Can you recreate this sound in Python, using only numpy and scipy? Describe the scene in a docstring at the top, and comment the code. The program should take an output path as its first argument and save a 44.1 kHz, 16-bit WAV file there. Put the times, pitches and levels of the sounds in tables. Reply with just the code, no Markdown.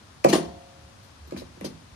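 """In a cluttered garage, a pedal on a parked riding mower is worked. It snaps free, knocks the footboard
and scrapes in its pivot; the linkage clunks home against the frame with a steel clatter, and a sheet
panel rings on. A second later the pedal shifts twice, softly, over a low rumble and hiss.
Impacts excite damped modes, friction and rattle are trains of random micro-impacts, and the room
answers with a diffuse reverberant field."""
import sys
import numpy as np
from scipy import signal
from scipy.fft import rfft, irfft
from scipy.io import wavfile

SR = 44100
rng = np.random.default_rng(int(sys.argv[2]) if len(sys.argv) > 2 else 0)


def output_pcm(signal):
    """Save a mono or channel-first signal as 16-bit PCM at the path in sys.argv[1].

    Samples are clipped to [-1, 1] before scaling.
    """
    pcm = np.clip(np.atleast_2d(signal).T, -1, 1) * 32767
    wavfile.write(sys.argv[1], SR, np.round(pcm).astype(np.int16))


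N = 85995
T = np.arange(N) / SR
HZ = np.maximum(np.arange(N + 1) * SR / (2 * N), 1)


def amp(db):
    """Decibel law: 20 dB is a factor of ten in amplitude."""
    return 10 ** (np.asarray(db) / 20)


def curve(points, hz):
    """Interpolation of (frequency, value) points on a logarithmic frequency axis."""
    f, v = np.array(points, float).T
    return np.interp(np.log(hz), np.log(f), v)


def shape(x, gain):
    """Linear filtering: the spectrum is multiplied by a frequency response."""
    return irfft(rfft(x, 2 * N) * gain)[..., :N]


def through(x, response):
    """Convolution of an excitation with an impulse response."""
    return shape(x, rfft(response, 2 * N))


def unit(x):
    """Normalisation to unit energy per channel."""
    return x / np.sqrt(np.sum(x ** 2, axis=-1, keepdims=True) + 1e-18)


def fade(t60):
    """Exponential damping: 60 dB in t60 seconds."""
    return amp(-60 * T / t60)


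def delayed(x, at):
    """Time shift: silence until `at` seconds, then x."""
    return np.interp(T - at, T, x, left=0)


def diffuse(coherent_below_hz=420):
    """Diffuse-field noise: the two channels are coherent only at long wavelengths."""
    mid, side = rng.standard_normal((2, N))
    apart = HZ / np.hypot(HZ, coherent_below_hz)
    return shape(mid + shape(side, apart) * np.array([[1], [-1]]), 1 / np.hypot(1, apart))


def ring(modes):
    """Modal superposition: an impulse response is a sum of damped sinusoids."""
    return sum(amp(db) * np.sin(2 * np.pi * hz * T) * fade(t60) for hz, db, t60 in modes)


def impacts(rows):
    """Elastic impact: each blow is a half-sine force pulse, duller the longer the contact."""
    force = np.zeros(N)
    for at, db, contact_ms in rows:
        pulse = np.sin(np.pi * np.clip((T - at) * 1000 / contact_ms, 0, 1))
        force += amp(db) * pulse / pulse.sum()
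    return force


def micro_impacts(rows, clicks_per_s=1400, scatter_db=4.5):
    """Shot noise: random clicks under a linear rise and an exponential decay."""
    force = np.zeros(N)
    for at, db, rise, decay in rows:
        clicks = (rng.random(N) < clicks_per_s / SR) * np.sign(rng.standard_normal(N))
        clicks *= amp(-scatter_db * rng.standard_normal(N))
        effort = np.clip((T - at) / rise, 0, 1) * np.exp(-np.maximum(T - at - rise, 0) / decay)
        force += amp(db) * unit(clicks * effort)
    return force


def radiated(x, lag_s, pan_db, cutoff_hz=158):
    """Small plates radiate no deep bass. Lag and pan are those of the left channel against the right."""
    x = signal.sosfilt(signal.butter(6, cutoff_hz, "high", fs=SR, output="sos"), x)
    left = shape(x, np.exp(-2j * np.pi * HZ * lag_s))
    return np.array([left * amp(pan_db / 2), x * amp(-pan_db / 2)])


# spectrum of the steady noise: f/Hz, level/dB
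HISS_SPECTRUM = [(20, -29), (45, -12), (72, -5.5), (100, 1.5), (135, -7), (240, -10.5), (400, -17),
                 (1000, -15), (2200, -22), (4500, -24), (6200, -25.5), (7800, -31), (9600, -29),
                 (11500, -39.5), (15000, -46)]
# Gaussian swells of the rumble: t/s, level/dB, width/s
RUMBLE_SWELLS = [(.42, -48.5, 0.17), (0.835, -48, 0.036), (1.215, -48, 0.087), (1.38, -47, 0.022),
                 (1.45, -47.5, 0.057), (1.67, -51, 0.14), (1.94, -47, 0.018)]


def background(hiss_db=-51, rumble_hz=75, bandwidth_hz=10):
    """Filtered noise: a steady broadband hiss and an amplitude-modulated narrowband rumble."""
    hiss = unit(shape(diffuse(), amp(curve(HISS_SPECTRUM, HZ))))
    band = np.exp(-((HZ - rumble_hz) / bandwidth_hz) ** 2)
    rumble = unit(shape(rng.standard_normal(N), band))
    swell = sum(amp(db) * np.exp(-((T - at) / width) ** 2) for at, db, width in RUMBLE_SWELLS)
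    return (hiss * amp(hiss_db) + rumble * swell) * np.sqrt(N)


# a faint, brief hiss leading into the first snap (first row), then scrapes in the pivot:
# t/s, level/dB, rise/s, decay/s, resonance f/Hz, resonance lift/dB
GRIT_BURSTS = [(0.2395, -16.5, 0.0012, 0.0066, 2400, 16), (0.283, -9, 0.0021, 0.051, 2700, 11),
               (1.025, -41, 0.006, 0.034, 12700, 12), (1.271, -41.5, .004, 0.017, 12500, 17),
               (1.368, -23.5, 0.004, 0.03, 3840, 5.5), (1.6422, -19, 0.0026, 0.023, 5000, 4)]
# spectrum of the bursts: f/Hz, level/dB
GRIT_SPECTRUM = [(80, -43), (300, -41), (900, 5), (1800, -2), (3000, -1), (4200, 4.5), (6300, 2.5),
                 (7700, -6), (9500, -1), (10800, -7), (13500, -11)]


def hiss_and_scrapes(gain_db=10.5, relative_width=.1):
    """Shot noise through a resonance: a brief hiss, then the sliding friction of the pedal's pivot."""
    out = 0
    for at, db, rise, decay, peak_hz, lift_db in GRIT_BURSTS:
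        resonance = amp(lift_db / (1 + ((HZ / peak_hz - 1) / relative_width) ** 2))
        grit = unit(shape(diffuse() * fade(t60=.05), amp(curve(GRIT_SPECTRUM, HZ)) * resonance))
        out = out + through(micro_impacts([(at, db, rise, decay)]), grit)
    return amp(gain_db) * out


# slips of the catch: t/s, level/dB, low-pass corner f/Hz, ring f/Hz, ring over crack/dB
SNAPS = [(0.2444, 2, 12300, 1996, -6), (1.309, -22, 5000, 4140, -5), (1.321, -22, 5000, 2180, -23),
         (1.3639, -18.5, 2500, 2090, -1.5), (1.61, -16, 3000, 9600, -12), (1.6426, -18, 11100, 1680, -10)]
# spectrum of the crack: f/Hz, level/dB
SNAP_SPECTRUM = [(80, -34), (300, -2), (900, 5), (1600, 3), (2350, 7), (3200, -4), (5500, -2), (9000, -5.5),
                 (15000, -6)]


def catch(gain_db=-3, rise_s=.0013, ring_t60=.01, overtone_ratio=1.21):
    """Transient excitation: the catch slips with a broadband crack and two heavily damped modes."""
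    envelope = fade(t60=.016) * (1 - np.exp(-T / rise_s))
    out = 0
    for at, db, corner_hz, ring_hz, ring_db in SNAPS:
        spectrum = amp(curve(SNAP_SPECTRUM, HZ)) / np.hypot(1, HZ / corner_hz)
        crack = unit(shape(diffuse() * delayed(envelope, at), spectrum))
        modes = ring([(ring_hz, 0, ring_t60), (ring_hz * overtone_ratio, -2, ring_t60)])
        clack = radiated(unit(delayed(modes, at)), lag_s=.00008, pan_db=-5.5)
        out = out + amp(gain_db + db) * (crack + amp(ring_db) * clack)
    return out


# knocks of the pedal on the footboard: t/s, level/dB, contact time/ms
KNOCKS = [(.2472, 5.5, 0.77), (.2622, -1.5, 0.44), (.2678, -7, 0.81), (.283, -11, 1.5), (.3555, -9, 0.75),
          (1.274, -23.5, 2.7), (1.3218, -9, 1.94), (1.336, -27, 0.87), (1.3655, -28, 0.77),
          (1.4185, -18, 1.6), (1.571, -22.5, 2.4), (1.6115, -16.5, 1.78), (1.6445, -11, 1.67),
          (1.651, -15, 1.8), (1.6645, -26, 1)]
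# footboard modes: f/Hz, level/dB, T60/s
BOARD_MODES = [(161, -23, 0.12), (198, -21, 0.081), (374.3, -9.5, 0.053), (498, 2.5, 0.014),
               (565, 0.5, 0.025), (633, -1, 0.027), (745, -4, 0.034), (976, -9.5, 0.029),
               (1097, -12.5, 0.026), (1267, -23, 0.039)]


def footboard(gain_db=.5, rise_s=.0027):
    """Impact excitation of a plate: the pedal strikes the footboard and rebounds."""
    response = amp(gain_db) * ring(BOARD_MODES) * (1 - np.exp(-T / rise_s))
    return radiated(through(impacts(KNOCKS), response), lag_s=.00051, pan_db=-1.5)


# sheet panel modes: f/Hz, level/dB, T60/s, left over right/dB
PANEL_MODES = [(544, -42, 2, 5), (678, -30, .95, -2), (711, -34.5, 1.3, 0), (770, -37, .45, 0),
               (845, -41, .65, 0)]


def panel(lag_s=.00035):
    """Free vibration: after the first knock, each lightly damped mode radiates with its own directivity."""
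    struck_at = KNOCKS[0][0]
    return sum(radiated(delayed(ring([(hz, db, t60)]), struck_at), lag_s, pan_db)
               for hz, db, t60, pan_db in PANEL_MODES)


# blows of the linkage on the frame: t/s, level/dB, contact time/ms
FRAME_BLOWS = [(.2905, 10, 4.2), (.312, -6, 7.9), (.3295, -1.5, 0.34), (.3353, -0.5, 0.47),
               (.3518, -3.5, 1.62), (.3815, -7.5, 1.46), (1.3435, -5.5, 3.6), (1.3745, -12.5, 3.6),
               (1.6205, 0, 5.13), (1.6575, -15.5, 2.14)]
# frame modes: f/Hz, level/dB, T60/s
FRAME_MODES = [(158.5, -22.5, 0.057), (208.1, -16.5, 0.21), (252.2, -13, 0.23), (288, -18, 0.12),
               (319.7, -2, 0.059), (362, 1, 0.045), (409, -8, 0.074), (502, -24, 0.12), (632, -13, 0.11),
               (779.4, -12, 0.12), (1080, -24.5, 0.22), (1195.7, -21, 0.13)]


def frame(gain_db=-7, rise_s=.002):
    """Structural resonance: the linkage lands on the frame, whose low modes give a hollow clunk."""
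    response = amp(gain_db) * ring(FRAME_MODES) * (1 - np.exp(-T / rise_s))
    return radiated(through(impacts(FRAME_BLOWS), response), lag_s=.00008, pan_db=-.5)


# bursts of chatter in the joints: t/s, level/dB, rise/s, decay/s
CLATTERS = [(0.324, -5, 0.0077, 0.0078), (0.3299, -3, 0.0046, 0.014), (0.348, -9, 0.0078, 0.015)]
# spectrum of a joint's crack: f/Hz, level/dB
CLATTER_SPECTRUM = [(80, -45), (300, -6), (800, 11), (1400, -4.5), (1850, 9), (2400, -6), (3100, 9.5),
                    (3900, 1.5), (5200, 2), (7500, -4.5), (9400, -4), (10500, -14.5), (14000, -13)]
# steel rod modes: f/Hz, level/dB, T60/s
ROD_MODES = [(1764, -4, .2), (1797, -2, .2), (2873, -6, .13), (3090, -5, .13), (3523, -8, .12),
             (5775, -4, .15), (7230, -7, .13), (9080, 3, .12), (9222, 7, .17), (9370, 4, .2),
             (9560, 0, .22)]


def linkage(joint_db=8, rod_db=-38):
    """Contact chatter: loose steel joints collide, each with its own crack, and excite the rods' modes."""
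    joints = 0
    for burst in CLATTERS:
        crack = unit(shape(diffuse() * fade(t60=.022), amp(curve(CLATTER_SPECTRUM, HZ))))
        joints = joints + through(micro_impacts([burst]), crack)
    rods = np.array([through(micro_impacts(CLATTERS), ring(ROD_MODES)) for _ in range(2)])
    return amp(joint_db) * joints + amp(rod_db) * rods


# reverberation time of the garage: f/Hz, T60/s
GARAGE_T60 = [(100, 0.44), (300, 0.46), (800, 0.54), (2000, 0.34), (5000, 0.55), (10000, 0.17),
              (15000, 0.16)]
# spectrum of the reverberation: f/Hz, level/dB
GARAGE_SPECTRUM = [(60, 0), (125, 2), (155, 12), (205, 5), (350, 2.5), (600, -2.5), (1000, -2), (3000, -7),
                   (9000, -6), (15000, -23)]


def garage(wall_delay_s=.00092, build_up_cycles=1.2):
    """Reverberation: each octave of the room's response decays at its own rate; the bass builds up last."""
    noise_spectrum = rfft(diffuse(), 2 * N)
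    response = 0
    for hz in 62.5 * 2 ** np.arange(9):
        band = irfft(noise_spectrum * np.clip(1 - abs(np.log2(HZ / hz)), 0, 1))[:, :N]
        build_up = 1 - np.exp(-(T / (wall_delay_s + build_up_cycles / hz)) ** 2)
        tail = band * fade(curve(GARAGE_T60, hz)) * build_up
        response = response + unit(tail) * np.sqrt(hz / SR)  # energy in proportion to bandwidth
    return shape(response, amp(curve(GARAGE_SPECTRUM, HZ)))


def scene():
    """Superposition of the direct sound, the reverberant field and the background."""
    # each source with its gain into the reverberation/dB
    sources = [(footboard(), -10.5), (frame(), -12.5), (catch(), 5.5), (linkage(), -4),
               (hiss_and_scrapes(), -14.5)]
    direct = sum(x for x, _ in sources) + panel()
    reverberant = through(sum(x * amp(db) for x, db in sources), garage())
    return direct + reverberant + background()


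# level difference between the microphones: f/Hz, left over right/dB
MIC_BALANCE = [(150, -0.5), (350, 1.5), (600, -0.5), (1100, 5), (2200, 4), (4500, 8), (8000, -1),
               (12000, -2)]


def record(dry, ceiling=.85, top_hz=15100):
    """Transduction: the left microphone is brighter; saturation rounds the peaks; the top is cut steeply."""
    heard = shape(dry, amp(curve(MIC_BALANCE, HZ) * np.array([[.5], [-.5]])))
    heard = heard / (1 + (heard / ceiling) ** 6) ** (1 / 6)
    return signal.sosfilt(signal.ellip(8, .2, 70, top_hz, fs=SR, output="sos"), heard)


dry = scene()
out = record(dry)
output_pcm(out)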